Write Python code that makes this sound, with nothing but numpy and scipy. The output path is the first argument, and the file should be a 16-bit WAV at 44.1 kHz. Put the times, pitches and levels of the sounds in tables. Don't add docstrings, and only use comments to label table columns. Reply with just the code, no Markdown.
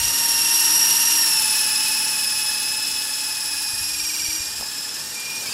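import sys
import numpy as np
from scipy import signal
from scipy.fft import rfft, irfft, next_fast_len
from scipy.io import wavfile
from scipy.ndimage import uniform_filter1d

SR = 44100
rng = np.random.default_rng(int(sys.argv[2]) if len(sys.argv) > 2 else 0)


def transcribe(u):
    v = np.clip(np.atleast_2d(u).T, -1, 1)
    q = np.round(v * 32767).astype(np.int16)
    wavfile.write(sys.argv[1], SR, q)


def boost_factor(decibels):
    exponent = np.asarray(decibels, float) / 20
    return 10 ** exponent


N = 243873

# time_s, shaft_hz
UPPER_SPEED = [(0, 314.8), (.375, 308.4), (.5, 311.2), (.9, 314.5), (1.18, 312.5), (1.44, 292.3),
               (2.1, 292.7), (2.625, 285.6), (3.5, 294.4), (4.08, 310.7), (4.36, 315.6), (4.42, 310.4),
               (4.68, 292), (4.93, 291.2), (5.1, 309.4), (5.42, 311.3), (5.47, 284), (5.53, 286.3)]
GEAR_RATIO = 16
BANK_S, BANK_WIDTH_S = 4.11, 0.4


def evened(x):
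    return x / np.sqrt(np.mean(x ** 2) + 1e-20)


def curves(rows):
    s, *columns = np.transpose(rows)
    return [np.interp(np.arange(N) / SR, s, c) for c in columns]


def spell(s, width):
    return np.exp(-((np.arange(N) / SR - s) / width) ** 4)


def drift(hz):
    size = next_fast_len(N // 16 + 2)
    f = np.fft.fftfreq(size, 16 / SR)
    phases = np.exp(2j * np.pi * rng.random(size))
    slow = np.fft.ifft(phases / (1 + (f / hz) ** 2))
    slow = slow / np.sqrt(np.mean(abs(slow) ** 2))
    return np.interp(np.arange(N) / 16, np.arange(size), slow)


def noise(points):
    size = next_fast_len(N)
    hz, db = np.transpose(points)
    log_hz = np.log(np.fft.rfftfreq(size, 1 / SR) + 1)
    shape_db = np.interp(log_hz, np.log(hz), db, left=-90, right=-90)
    spectrum = rfft(rng.standard_normal(size)) * boost_factor(shape_db)
    return evened(irfft(spectrum, size)[:N])


def tone(hz, rough, blur_hz):
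    rough = np.clip(rough, 0, 1)
    body = np.sqrt(1 - rough) + np.sqrt(rough) * drift(blur_hz)
    return np.sqrt(2) * (body * np.exp(2j * np.pi * np.cumsum(hz) / SR)).real


def chop(turn, depth, lag=0.):
    swing = np.exp(depth * np.cos(turn - lag))
    return swing / np.sqrt(1 + depth ** 2 + depth ** 4 / 4)


def flight():
    # time_s, level_db
    distance = [(0, -1.5), (.45, -.5), (.85, 0.5), (1.4, -1.5), (2.66, -5.5), (3.4, -7), (3.97, -7),
                (4.28, -6.5), (4.56, -9), (5.17, -9), (5.53, -7)]
    # time_s, upper_wheel_db, belly_db
    upper_view = [(0, -2, -5), (.34, -0.5, -2), (.67, 2, 0.5), (.84, 3, -1), (1.0, -0.5, -1.5),
                  (1.2, 2.5, 0.5), (1.45, -1.5, -2), (1.85, -1.5, -1), (2.45, -2, 0), (2.8, 1, -6.5),
                  (3.15, -2, -2), (3.85, -1, 2.5), (4.02, 1.5, -3.5), (4.36, 1.5, -3.5), (4.53, -3.5, -6.5),
                  (4.8, 1, -7.5), (5.05, -5, -12), (5.53, -3, -18)]
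    # time_s, lower_wheel_db
    lower_view = [(0, -1), (.17, -9), (.45, 2), (.85, -6), (1.2, -4.5), (1.36, 0), (1.85, 4), (2.7, 4),
                  (3.0, 1), (3.7, 2.5), (4.38, 3.5), (4.55, -4), (4.85, -3.5), (5.11, -13), (5.18, 7),
                  (5.42, 4), (5.48, 1), (5.53, -12)]
    cruise_hz = 300
    up, belly = curves(upper_view)
    climb = np.maximum(curves(UPPER_SPEED)[0] - cruise_hz, -12)
    return curves(distance)[0], up, curves(lower_view)[0], belly, climb


def gears(upper, lower, turn):
    # time_s, upper_percent, lower_percent
    tilt = [(0, .6, .6), (.5, .9, 1.2), (1.0, .5, 1.3), (1.4, .8, 1.4), (1.7, .6, 2.4), (2.3, .6, 1.9),
            (2.5, .5, .3), (2.9, .5, .3), (3.1, .7, 1.5), (3.5, .8, 1.2), (3.7, .8, .4), (4.08, .7, 3.8),
            (4.38, .6, 2.8), (4.43, 1.4, .6), (5.0, 1.5, .6), (5.15, .7, .7), (5.4, .6, .9), (5.47, 2.2, 3)]
    sweep_up, sweep_low = np.divide(curves(tilt), 100)
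    high = upper * (1 - sweep_up * np.sin(turn - 1.9) + .002 * drift(30).real)
    low = lower * (1 - sweep_low * np.sin(turn) + .002 * drift(30).real)
    swing_up, swing_low = 32 * sweep_up, 700 * sweep_low ** 2
    far, up, down, belly, climb = flight()

    flare_s, flare_rise_s, flare_db = 5.47, 0.024, 14
    flare = np.clip((np.arange(N) / SR - flare_s) / flare_rise_s, 0, 1)
    broadside_s, broadside_width_s = 4.3, 0.61
    side = spell(broadside_s, broadside_width_s)

    high9 = boost_factor(-35 + 1.56 * far + 0.17 * up + 0.11 * climb + flare_db * flare)
    high18 = boost_factor(-22.5 + 1.11 * far + up + 0.019 * climb - 3.44 * flare)
    high27 = boost_factor(-34.5 + 0.91 * far + 0.45 * up + 0.2 * climb)
    both36 = boost_factor(-25.5 + 1.31 * far + belly)
    low9 = boost_factor(-34 + 0.96 * far + down)
    low18 = boost_factor(-28.5 + 0.79 * far + .1 * down + 0.4 * belly - 0.095 * climb + 6 * flare + 1.2 * side)
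    low27 = boost_factor(-40 + 1.41 * far - .1 * down + 0.13 * climb + 7.4 * side)

    out = high9 * tone(9 * high, .8, 90) * chop(turn, swing_up, 1.9)
    out += high18 * tone(18 * high, .45 + .25 * side, 180) * chop(turn, swing_up, 1.9)
    out += high27 * tone(27 * high, 1.0, 180) * chop(turn, 0.28, 2.8)
    out += boost_factor(0.5) * both36 * tone(36 * high, 1, 420) * chop(turn, .3, 2.1)
    out += boost_factor(-6.0) * high27 * tone(45 * high, 0.82, 280)
    out += low9 * tone(9 * low, .1, 40) * chop(turn, swing_low, .3)
    out += low18 * tone(18 * low, .7 + .2 * side, 140) * chop(turn, .4 * swing_low, .3)
    out += low27 * tone(27 * low, 0.58, 150) * chop(turn, 0.36)
    out += boost_factor(-4.) * both36 * tone(36 * low, 1, 300) * chop(turn, .3)

    frame_ring_hz, frame_ring_db = 7560, -31.5
    ring = tone(np.full(N, frame_ring_hz), 0.88, 110)
    out += side * boost_factor(frame_ring_db + far) * ring * chop(turn, 0.59)

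    worn = boost_factor(-38.5 + 2.23 * far + 0.29 * belly - 0.58 * climb)
    out += worn * tone(10 * high, 0.29, 37) * chop(turn, 0.084)
    out += boost_factor(6.) * worn * tone(19 * high, .9, 120)
    out += boost_factor(11.5) * worn * tone(37 * high, 0.68, 270) * chop(turn, 0.69, 3.4)
    return out


def motors(upper, lower, turn):
    far, up, down, belly, climb = flight()
    hidden = spell(BANK_S, BANK_WIDTH_S)
    shaft = boost_factor(-50.5 + 0.43 * far + 1.6 * up + 0.16 * belly + 0.041 * climb)
    brushes = boost_factor(-37 + 1.35 * far + 0.083 * down + 0.26 * belly - 0.035 * climb - 4.9 * hidden)
    up6 = boost_factor(-44.5 + 0.54 * far - 0.49 * down + 0.015 * climb)
    low6 = boost_factor(-40.5 + 0.78 * far + .05 * down + 0.44 * belly - .1 * climb - 4.6 * hidden)
    low12 = boost_factor(-47.5 + 0.71 * far + 0.098 * down + 0.1 * belly - 0.79 * climb)

    out = shaft * tone(upper, .12, 9) * chop(turn, .15)
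    reach_hz = np.clip(2.1 * (upper - lower), 3, 38)
    merged_hz = 1.8 * upper + 1.2 * lower - reach_hz * np.sin(turn - 1.9)
    merged_depth = np.clip(.38 - .018 * climb, .15, .6)
    out += brushes * tone(merged_hz, .15, 45) * chop(turn, merged_depth, 5)
    out += up6 * tone(6 * upper - upper / GEAR_RATIO, .65, 55) * chop(turn, .5, 2.5)
    out += low6 * tone(6 * lower, .85, 45) * chop(turn, .5, 3.5)
    out += low12 * tone(12 * lower, .9, 90) * chop(turn, .2)
    out += boost_factor(-3.0) * low12 * tone(14 * lower, 0.74, 60)
    return out


def blades(shaft_hz, turn):
    # order, level_db
    beat_orders = [(2, -21), (3, -4), (4, 3.5), (5, -26), (6, 6.5), (7, 1), (9, -36), (10, 2), (11, -37),
                   (12, -1.5), (13, -5), (14, 1.5)]
    # pitch_hz, level_db
    downwash_spectrum = [(40, -30), (90, 7), (160, 5), (350, 5.5), (700, 4.5), (1000, 4.5), (1600, -2)]
    frame_spectrum = [(600, -16), (900, 1.5), (1200, 5.5), (1600, 8.5), (2100, 5.5), (2600, -7), (3600, -5)]
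    hiss_spectrum = [(1800, -35), (2400, -1.5), (3500, -0.5), (4800, 3), (5900, 1.5), (6300, 1), (7200, 4),
                     (8500, -0.5), (9400, -8), (11000, -35), (13000, -38)]
    fizz_spectrum = [(8500, -1.5), (10000, 1.5), (11600, 0), (12800, -2.5), (14200, -3.5), (14900, -6),
                     (15700, -5), (17000, -30)]
    passing_hz = 2 * shaft_hz / GEAR_RATIO
    beat = sum(boost_factor(db) * tone(k * passing_hz, .15, 3) for k, db in beat_orders)

    far, up, down, belly, climb = flight()
    hidden = spell(BANK_S, BANK_WIDTH_S)
    gusts_db = 0.51 * drift(9.4).real
    beat_level = boost_factor(-60 + 1.18 * far - .5 * belly - 0.28 * up - 0.06 * climb)
    wash = boost_factor(-49.5 + 0.64 * far - 0.31 * belly - 1.3 * hidden)
    frame = boost_factor(-39 + 0.99 * far + .04 * belly - 0.016 * climb - 1.6 * hidden)
    hiss = boost_factor(-33.0 + far + gusts_db)
    fizz = boost_factor(-30.0 + 1.41 * far + 0.082 * belly + gusts_db)

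    throb = chop(turn, .1) * chop(2 * turn, .1) * boost_factor(1. * drift(25).real)
    flicker = boost_factor(4.5 + 1.4 * drift(27).real)
    treble = boost_factor(8.5) * hiss * noise(hiss_spectrum) + flicker * fizz * noise(fizz_spectrum)
    air = boost_factor(3.5) * wash * noise(downwash_spectrum) + boost_factor(2.5) * frame * noise(frame_spectrum)
    return beat_level * beat + air + throb * treble


def handling():
    # pitch_hz, level_db
    gust_spectrum = [(15, -25), (30, -9), (50, 12), (100, 7), (150, 0.5), (260, -28), (500, -56)]
    # time_s, width_s, level_db over the breeze
    puffs = [(.05, 0.08, 25), (.36, .1, 13), (2.68, 0.064, 3), (2.93, 0.058, 7), (3.58, 0.075, 8),
             (3.8, .1, 10), (3.999, 0.098, 14), (4.3, 0.14, 11), (4.55, .1, 13), (5.02, .1, 7)]
    # start_s, peak_db, pitch_hz, t60_s
    bumps = [
        (3.735, -34, 110, 0.054),
        (3.81, -33.5, 90, 0.091),
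        (4.286, -28, 85, .035),
        (4.402, -31, 81.6, 0.047),
        (4.601, -32, 200, 0.015),
        (4.611, -15.5, 698, 0.0022),
        (4.625, -25, 860, 0.018),
        (4.63, -30, 600, 0.013),
    ]
    breeze_db = -65
    puffs_db = sum(db * spell(s, width) for s, width, db in puffs)
    out = boost_factor(breeze_db + puffs_db + 1.6 * drift(7.8).real) * noise(gust_spectrum)
    t = np.arange(3000) / SR
    for s, db, hz, t60 in bumps:
        out[round(s * SR):][:len(t)] += boost_factor(db - 60 * t / t60) * np.sin(2 * np.pi * hz * t)
    return out


def thin_treble(x):
    # pitch_hz, level_db
    mask = [(2000, -30), (5500, -13), (6300, -9), (7500, -6.5), (9200, -5), (11000, -8), (12300, -4),
            (13000, -1), (14000, -2), (15600, 0)]
    # start_s, end_s, highest_hz
    dull_spells = [(0, 1.3, 14650), (4.0, 4.55, 14550), (4.85, 5.35, 15000)]
    full_hz = 15650
    hz, t, z = signal.stft(x, SR, nperseg=2048, noverlap=1024)
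    power = abs(z) ** 2
    near = uniform_filter1d(uniform_filter1d(power, size=5, axis=0), size=2, axis=1)
    around = uniform_filter1d(power, size=90, axis=0)
    keep = near > around * boost_factor(2 * np.interp(hz, *np.transpose(mask)))[:, None]
    spare = rng.random(len(t)) < .2
    tops = [np.where((t >= a) & (t < b), kept_hz, full_hz) for a, b, kept_hz in dull_spells]
    top_hz = np.where(spare, SR / 2, np.min(tops, axis=0))
    keep &= hz[:, None] < top_hz
    return signal.istft(z * keep, SR, nperseg=2048, noverlap=1024)[1][:N]


def scene():
    # time_s, shaft_hz
    lower_speed = [(0, 307.4), (.5, 304.4), (.78, 296.9), (1.17, 301.1), (1.53, 286.4), (1.85, 285.3),
                   (2.3, 284.6), (2.8, 288.5), (3.7, 277.5), (3.95, 277), (4.16, 264.9), (4.36, 264.8),
                   (4.62, 278.6), (4.92, 280.8), (5.13, 265.3), (5.42, 270.8), (5.47, 257.7), (5.53, 265)]
    turn_start = 0.344
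    upper, lower = curves(UPPER_SPEED)[0], curves(lower_speed)[0]
    turn = 2 * np.pi * (np.cumsum(upper) / SR / GEAR_RATIO + turn_start)
    mono = gears(upper, lower, turn)
    mono += motors(upper, lower, turn)
    mono += blades(.6 * upper + .4 * lower, turn)
    mono += handling()
    return np.array([mono, mono])


def low_pass(x):
    return signal.sosfilt(signal.butter(12, 15700, fs=SR, output="sos"), x)


def record(dry):
    mono = thin_treble(dry[0])
    return low_pass(np.array([mono, mono]))


dry = scene()
out = record(dry)
transcribe(out)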